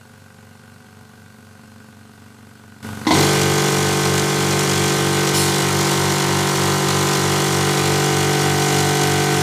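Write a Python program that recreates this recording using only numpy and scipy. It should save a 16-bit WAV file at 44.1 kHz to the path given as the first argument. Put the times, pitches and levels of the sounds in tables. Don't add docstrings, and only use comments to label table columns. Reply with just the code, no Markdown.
import sys
import numpy as np
from scipy import signal
from scipy.fft import irfft
from scipy.io import wavfile
from scipy.ndimage import uniform_filter1d

SR = 44100
rng = np.random.default_rng(int(sys.argv[2]) if len(sys.argv) > 2 else 0)


def magnitude_from_level(level_db):
    exponent = np.asarray(level_db, float) / 20
    return 10 ** exponent


def digitize_waveform(pressure):
    field = np.atleast_2d(pressure).T
    bounded = np.clip(field, -1, 1)
    quanta = np.round(bounded * 32767).astype(np.int16)
    wavfile.write(sys.argv[1], SR, quanta)


N = 415422

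# (time [s], speed [turns/s])
QUIET_SPEED = [(0.0, 24.017), (1.4, 24.023), (2.8, 23.875), (4.0, 23.881), (5.35, 23.832)]
LOUD_SPEED = [(3.35, 48.478), (4.5, 48.419), (6.0, 48.38), (7.5, 48.375), (9.42, 48.355)]
LOUD_SPIN_UP = [(3.0, 18), (3.088, 19), (3.122, 36), (3.147, 45.5), (3.18, 49), (3.26, 48.5)]
# (frequency [Hz], level [dB per Hz])
QUIET_AIR = [(24, -51), (40, -20), (120, -4.5), (227, 2.5), (330, -12.5), (422, -6.5), (600, -14),
             (730, -9), (1320, -11), (1540, -7), (1700, -14.5), (2300, -14.5), (9360, -20.5), (15000, -28)]
LOUD_AIR = [(18, -66), (30, -30), (147, -15.5), (211, -12), (240, -24.5), (346, -8), (581, -15),
            (900, -14.5), (1520, -14), (1650, -18.5), (1920, -15.5), (7060, -15.5), (15000, -32)]
# (crank angle [turns], level over the steady rush [dB], rise [turns], fall [turns])
QUIET_VALVES = [(0, 5.5, .004, 0.033), (.05, -1, .05, 0.23), (.48, -1, .006, .03), (.58, 2, .03, .07)]
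LOUD_VALVES = [(.08, 3.5, 0.18, 0.16), (.2, 4.5, 0.008, 0.014), (.52, -10, .02, 0.024),
               (.8, -4.5, 0.022, 0.028)]
# (frequency [Hz], width [Hz], level [dB])
COWL_PEAKS = [(4100, 300, 1.5), (5730, 300, 2.5), (6470, 490, -2), (7200, 260, -1), (9230, 820, 3.5),
              (13200, 600, 2), (14600, 900, 3)]
# (time [s], peak level [dB])
FIRST_BLOWS = [
    (3.0682, -6.5),
    (3.108, -3),
    (3.136, -11.5),
    (3.157, -15),
    (3.18, -10),
    (3.205, -13.5),
    (3.236, -14),
]
# (frequency [Hz], level [dB], time to die by 60 dB [s])
FRAME_MODES = [(265, 1.5, 0.13), (313, 4, 0.56), (476, -10, 0.11), (695, -15, 0.24), (805, 0.5, 0.031),
               (1038, -3.5, 0.16), (2045, -6.5, 0.18)]
# (frequency [Hz], level [dB per Hz])
COWL_RATTLE = [(300, -42), (700, 2), (1000, 9.5), (1400, -24), (2050, 1), (2600, -21), (3500, -1),
               (6000, -13), (12000, -41)]
# (frequency [Hz], level [dB per Hz])
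VENT_AIR = [(1000, -30), (2500, -9), (4000, 1), (8000, 0), (12000, -7), (15000, -10)]
# (time [s], peak level [dB], frequency [Hz])
TOUCH_AND_CLICKS = [
    (2.648, -25, 620),
    (3.051, -20, 1900),
    (3.058, -30, 2900),
    (5.337, -16, 2490),
    (9.073, -4, 5400),
]
# (crank angle [turns], level [dB])
REED_SLAPS = [
    (.04, 4),
    (0.513, -1.5),
]
# (frequency [Hz], level [dB], time to die by 60 dB [s])
HEAD_MODES = [(1050, -4, 0.015), (1460, -9, 0.05), (1476, 2, 0.081), (1510, -4, 0.06), (1562, 0, 0.11),
              (1608, -21, 0.073), (1920, 2.5, .02), (2400, -3, 0.026), (4200, -19, 0.0054)]
# (multiple [of crank speed], level [dB], moment of swing [s], swing [dB])
QUIET_ORDERS = [(1, -43, 1, -2), (2, -26, 1, 0), (3, -24, .3, -3), (4, -1, 1, 0), (5, -1, .3, -2),
                (6, -7.5, .3, 2), (7, -11.5, 1, 3.5), (8, -14, 2.5, 0), (9, 2.5, 0.12, -6),
                (10, -4.5, .3, 1.5), (11, -24, 2.5, -6), (12, -5.5, .3, -19)]
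LOUD_ORDERS = [(1, -30, 6, 0), (2, -55, 6, -10), (3, 4, 8.7, 2), (4, -1, 8.7, -2), (5, -20, 2.1, 5),
               (6, -10, 8.85, 6), (7, -0.5, 5.4, 2), (8, -1.5, 5.1, -1), (9, 0, 6.56, -6.5),
               (10, -13, 9, -13), (11, -9.5, 9.6, -25), (12, -18, 6.4, -27), (13, -13.5, 9.5, -9),
               (14, -18, 7.3, -2.5), (15, -8, 9.1, 7), (16, -8, 8.6, 5.5), (17, -9, 9.1, -35),
               (18, -15, 5, -31), (19, -9.5, 5.9, 3), (20, -19, 6.4, 11), (21, -13, 7.05, 9.5),
               (22, -7, 8.6, -17), (23, -18, 8, 5), (24, -18.5, 4.2, -10)]
# (frequency [Hz], width [Hz], level [dB], moment of swing [s], swing [dB])
QUIET_CASING = [(384, 17, -15.5, 1, -2), (408, 20, -15, 1, -11), (432, 8.9, -9.5, 1, 1),
                (480, 19, -22, .3, -17), (528, 7.8, -8.5, 2.9, -3.5), (576, 28, -28, .8, 8),
                (696, 18, -12, .3, -12), (744, 14, -13.5, 1, 1), (854, 140, -17.5, 1, -4),
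                (990, 80, -17.5, 1, 0), (1056, 20, -19, 1, 6), (1152, 17, -13.5, 1, 3),
                (1253, 41, -12.5, .3, -12)]
LOUD_CASING = [(1222, 125, -11, 7, 2), (1355, 37, -10.5, 3.9, -12), (1452, 33, -21.5, 8, 8.5),
               (1500, 57, -10.5, 1.46, -17.5), (1549, 17, -7, 7, -7), (1645, 36, -20, 4, -6),
               (1742, 36, -15, 3.7, 2), (1890, 73, -11.5, 3.7, -9), (1984, 62, -12.5, 7, -1),
               (2081, 29, -15, 7, -7), (2140, 180, -15, 1.8, 21), (2390, 110, -15.5, 7, -11),
               (2900, 50, -13, 6.9, 2.5), (3310, 200, -17, 7, -3)]
# (frequency [Hz], crank angle [turns])
ANSWER_ANGLES = [(270, .3), (310, 1.07), (415, .62), (455, .18), (1100, .28), (2000, .4)]


def loud_pump():
    t = np.arange(N) / SR
    turns = crank(LOUD_SPIN_UP + LOUD_SPEED, stroke_s=6.513)
    first_s, second_s = FIRST_BLOWS[0][0], FIRST_BLOWS[1][0]

    pressure = np.clip((t - 3.1) / 0.051, 0, 1)
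    surge_db = -1 * np.exp(-np.maximum(t - second_s, 0) / 0.053)
    strokes = pulse_train(turns, 0, pressure * magnitude_from_level(-15.5 + surge_db), uneven_db=0.5, jitter_s=.00003)
    bodies = stances(LOUD_ORDERS, LOUD_CASING, between_db=-32, turn_hz=48.39, count=90,
                     moments=np.linspace(3.4, 9.4, 11))
    knock = casing(strokes, *bodies, 48.39, spread=.65, walk=.1, rocking=2, arrival=ANSWER_ANGLES)

    hiss = valve_rush(turns, LOUD_VALVES, LOUD_AIR, patchy_db=.9, uneven_db=2.0, gated_hz=1200, peaks=COWL_PEAKS)
    running = np.clip((t - first_s) / 0.0044 + 1, 0, 1)
    since = np.maximum(t - first_s, 0)
    air_db = -18.5 - 12.5 * np.exp(-(since / 0.068) ** 2) + 0.28 * slow_drift(15)

    throb = motor(turns - .3, order=2, throb_s=6.36, rock_db=-26.5, hum_db=-28)
    throb = np.clip((t - 3.1) / 0.035, 0, 1) ** 2 * throb
    return knock + throb + running * magnitude_from_level(air_db) * hiss


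def quiet_pump():
    t = np.arange(N) / SR
    turns = crank(QUIET_SPEED, stroke_s=1.385)
    off_s, run_down_db_per_s = 5.34, 250
    running = magnitude_from_level(-run_down_db_per_s * np.clip(t - off_s, 0, .5))
    level = running * magnitude_from_level(-35)

    strokes = pulse_train(turns, 0, level, uneven_db=.6, jitter_s=.00005)
    bodies = stances(QUIET_ORDERS, QUIET_CASING, between_db=-31.5, turn_hz=23.99, count=54,
                     moments=np.linspace(0, 3, 5))
    knock = casing(strokes, *bodies, 23.99, spread=.06, walk=.15, rocking=4)

    slaps = sum(pulse_train(turns, angle, level * magnitude_from_level(db), uneven_db=1.3, jitter_s=.00005)
                for angle, db in REED_SLAPS)
    head_ring = signal.oaconvolve(slaps, ringing(HEAD_MODES, size=4000))[:N]
    head = magnitude_from_level(6.5) * highpass(head_ring, 780)

    hiss = valve_rush(turns, QUIET_VALVES, QUIET_AIR, patchy_db=.9, uneven_db=1.1, gated_hz=700)
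    throb = level * motor(turns, order=4, throb_s=1.495, rock_db=-0.5, hum_db=-7.0)
    return knock + head + throb + running * magnitude_from_level(-37) * hiss


def vent():
    start_s, rise_s, hold_s = 5.335, 0.016, 0.097
    t = np.arange(N) / SR - start_s
    blast = magnitude_from_level(-16.5 - 120 * np.maximum(t - hold_s, 0))
    leak = magnitude_from_level(-23 - 39 * np.maximum(t, 0))
    opening = np.clip(t / rise_s, 0, 1)
    return opening * np.hypot(blast, leak) * air(VENT_AIR, patchy_db=3.0)


def first_blows():
    size = 12000
    out, t = np.zeros(N + size), np.arange(size) / SR
    rattle = air(COWL_RATTLE, patchy_db=1.2)
    fading = magnitude_from_level(-10.5 - 60 * t / 0.17)
    frame = ringing(FRAME_MODES, size)
    for s, db in FIRST_BLOWS:
        at = round(s * SR)
        out[at:at + size] += magnitude_from_level(db) * (frame + fading * rattle[at:at + size])
    return highpass(out[:N], 157)


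def touch_and_clicks():
    size = 2000
    out = np.zeros(N + size)
    for s, db, hz in TOUCH_AND_CLICKS:
        at = round(s * SR)
        snap = ringing([(hz, 0, .01), (hz * 2.1, -2, .008), (hz * .7, -3, .008)], size)
        out[at:at + size] += magnitude_from_level(db) * snap
    return highpass(out[:N], 157)


def crank(speed, stroke_s):
    turns = np.cumsum(curve(speed)) / SR
    return turns - turns[round(stroke_s * SR)]


def pulse_train(turns, angle, level, uneven_db, jitter_s):
    whole = np.arange(np.ceil(turns[0]), turns[-1] - angle) + angle
    chance = rng.standard_normal((len(whole), 2))
    at = np.interp(whole, turns, np.arange(N)) + jitter_s * SR * chance[:, 0]
    at = np.clip(at, 0, N - 2)
    first, pulses = at.astype(int), np.zeros(N)
    size = magnitude_from_level(uneven_db * chance[:, 1]) * level[first]
    pulses[first], pulses[first + 1] = size * (1 - at + first), size * (at - first)
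    return pulses


def stances(orders, modes, between_db, turn_hz, count, moments):
    multiple, t, bodies = np.arange(1, count + 1), np.arange(N) / SR, []
    between_db = between_db + 4 * rng.standard_normal(count)
    for s in moments:
        def swung(db, at_s, swing_db):
            return db + swing_db * np.exp(-((s - at_s) / 0.97) ** 2)

        power = magnitude_from_level(between_db) ** 2
        for hz, width, *row in modes:
            off_centre = 2 * (multiple * turn_hz - hz) / width
            power = power + (magnitude_from_level(swung(*row)) / (1 + off_centre ** 2)) ** 2
        low_db = [swung(*row[1:]) for row in orders]
        bodies.append(np.c_[multiple, np.r_[low_db, 10 * np.log10(power[len(orders):])]])
    return bodies, [np.interp(t, moments, one) for one in np.eye(len(moments))]


def casing(pulses, bodies, shares, turn_hz, spread, walk, rocking, arrival=None):
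    order = np.transpose(bodies[0])[0]
    hz = np.fft.rfftfreq(16384, 1 / SR)
    at = np.r_[0, order, order[-1] + 4] * turn_hz
    gains_db = []
    for body in bodies:
        level_db = np.transpose(body)[1] - 25 * (order == rocking)
        gains_db.append(np.interp(hz, at, np.r_[-60, level_db, -60]))
    mean_db = np.mean(gains_db, axis=0)
    mirrored = np.log(magnitude_from_level(np.r_[mean_db, mean_db[-2:0:-1]]))
    causal = -np.imag(signal.hilbert(mirrored))[:len(hz)]
    late = np.cumsum(rng.random(len(at))) * spread
    if arrival:
        steps = np.diff(late, prepend=0) - spread / 2
        answer = np.interp(at - turn_hz / 2, *np.transpose(arrival))
        late = np.cumsum(answer + steps * np.clip(at / 200 - 2.3, 0, 1))
        causal = 0
    turn = np.exp(1j * causal - 2j * np.pi * np.interp(hz, at, late))

    paths = [(share, magnitude_from_level(gain_db)) for share, gain_db in zip(shares, gains_db)]
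    for _ in range(3):
        re, im = rng.standard_normal((len(at), 2)).T * np.minimum(at / 600, 1) ** 2
        wander = np.interp(hz, at, re) + 1j * np.interp(hz, at, im)
        paths.append((walk * slow_drift(1.614), magnitude_from_level(mean_db) * wander))
    out = 0
    for share, gain in paths:
        ring = np.roll(irfft(gain * turn), 2000)[:8000]
        out = out + signal.oaconvolve(pulses * share, ring)
    return out[2000:N + 2000] / np.sqrt(np.sum(irfft(magnitude_from_level(mean_db)) ** 2) * turn_hz / SR)


def valve_rush(turns, valves, colour, patchy_db, uneven_db, gated_hz, peaks=()):
    power = np.ones(N)
    index = (np.floor(turns) - np.floor(turns[0])).astype(int)
    for angle, puff_db, rise, fall in valves:
        past = (turns - angle + 0.324) % 1 - .3
        puff = np.exp(np.where(past < 0, past / rise, -past / fall))
        sizes = magnitude_from_level(puff_db + uneven_db * rng.standard_normal(index[-1] + 1))
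        power += (sizes ** 2)[index] * puff
    noise = air(colour, patchy_db, peaks=peaks)
    low = signal.lfilter(*signal.butter(1, gated_hz, fs=SR), noise)
    return low + (noise - low) * evened(np.sqrt(power))


def motor(turns, order, throb_s, rock_db, hum_db):
    mains_hz = 99.986
    hum = mains_hz * (np.arange(N) / SR - throb_s) + order * turns[round(throb_s * SR)]
    rock = magnitude_from_level(rock_db) * np.cos(2 * np.pi * order * turns)
    return rock + magnitude_from_level(hum_db) * np.cos(2 * np.pi * hum)


def ringing(modes, size):
    t = np.arange(size) / SR
    ring = sum(magnitude_from_level(db - 60 * t / t60) * np.sin(2 * np.pi * hz * t) for hz, db, t60 in modes)
    return ring / abs(ring).max()


def air(colour, patchy_db, ripple_db=1.35, peaks=()):
    frames, hz = N // 512 + 5, np.fft.rfftfreq(2048, 1 / SR)
    a, b, patches = rng.standard_normal((frames, len(hz), 3)).T
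    ripple = evened(uniform_filter1d(patches[:, 0], size=4)) * np.minimum(hz / 2500, 1) ** 2
    patches = uniform_filter1d(patches, size=20, axis=0)
    patches = evened(uniform_filter1d(patches, size=6, axis=1))
    f, level_db = np.transpose(colour)
    level_db = np.interp(np.log(hz + 1), np.log(f + 1), level_db) + ripple_db * ripple
    level_db += sum(db * np.exp(-(2 * (hz - at) / width) ** 2) for at, width, db in peaks)
    z = (a + 1j * b) * magnitude_from_level(level_db[:, None] + patchy_db * patches)
    return evened(signal.istft(z, nperseg=2048, noverlap=1536)[1][:N])


def slow_drift(rate):
    t = np.arange(N // 256 + 2) * 256 / SR
    drift = sum(np.sin(2 * np.pi * (f * t + rng.random())) / np.sqrt(f)
                for f in np.geomspace(rate / 20, rate, 24))
    return np.interp(np.arange(N), t * SR, evened(drift))


def curve(rows):
    table = np.array(rows, float)
    return np.interp(np.arange(N) / SR, table[:, 0], table[:, 1])


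def evened(x):
    return x / np.sqrt(np.mean(x ** 2) + 1e-20)


def highpass(x, hz):
    return signal.sosfilt(signal.butter(4, hz, "high", fs=SR, output="sos"), x)


def scene():
    return (quiet_pump() + loud_pump() + first_blows() + touch_and_clicks() + vent())[None]


def roll_off(x):
    return signal.sosfilt(signal.butter(12, 15680, fs=SR, output="sos"), x)


def record(dry):
    t = np.arange(N) / SR
    jump_s, before_db, duck_db, duck_s = 2.8283, -13, -4.5, 0.23
    since_loud = np.maximum(t - FIRST_BLOWS[1][0], 0)
    duck = duck_db * (1 - np.exp(-since_loud / duck_s))
    gain_db = np.where(t < jump_s, before_db, duck)
    edge = signal.firwin(1023, 15030, window=("kaiser", 9), fs=SR)
    mix = signal.oaconvolve(dry * magnitude_from_level(gain_db), edge[None], "same")
    return roll_off(mix)


dry = scene()
out = record(dry)
digitize_waveform(out)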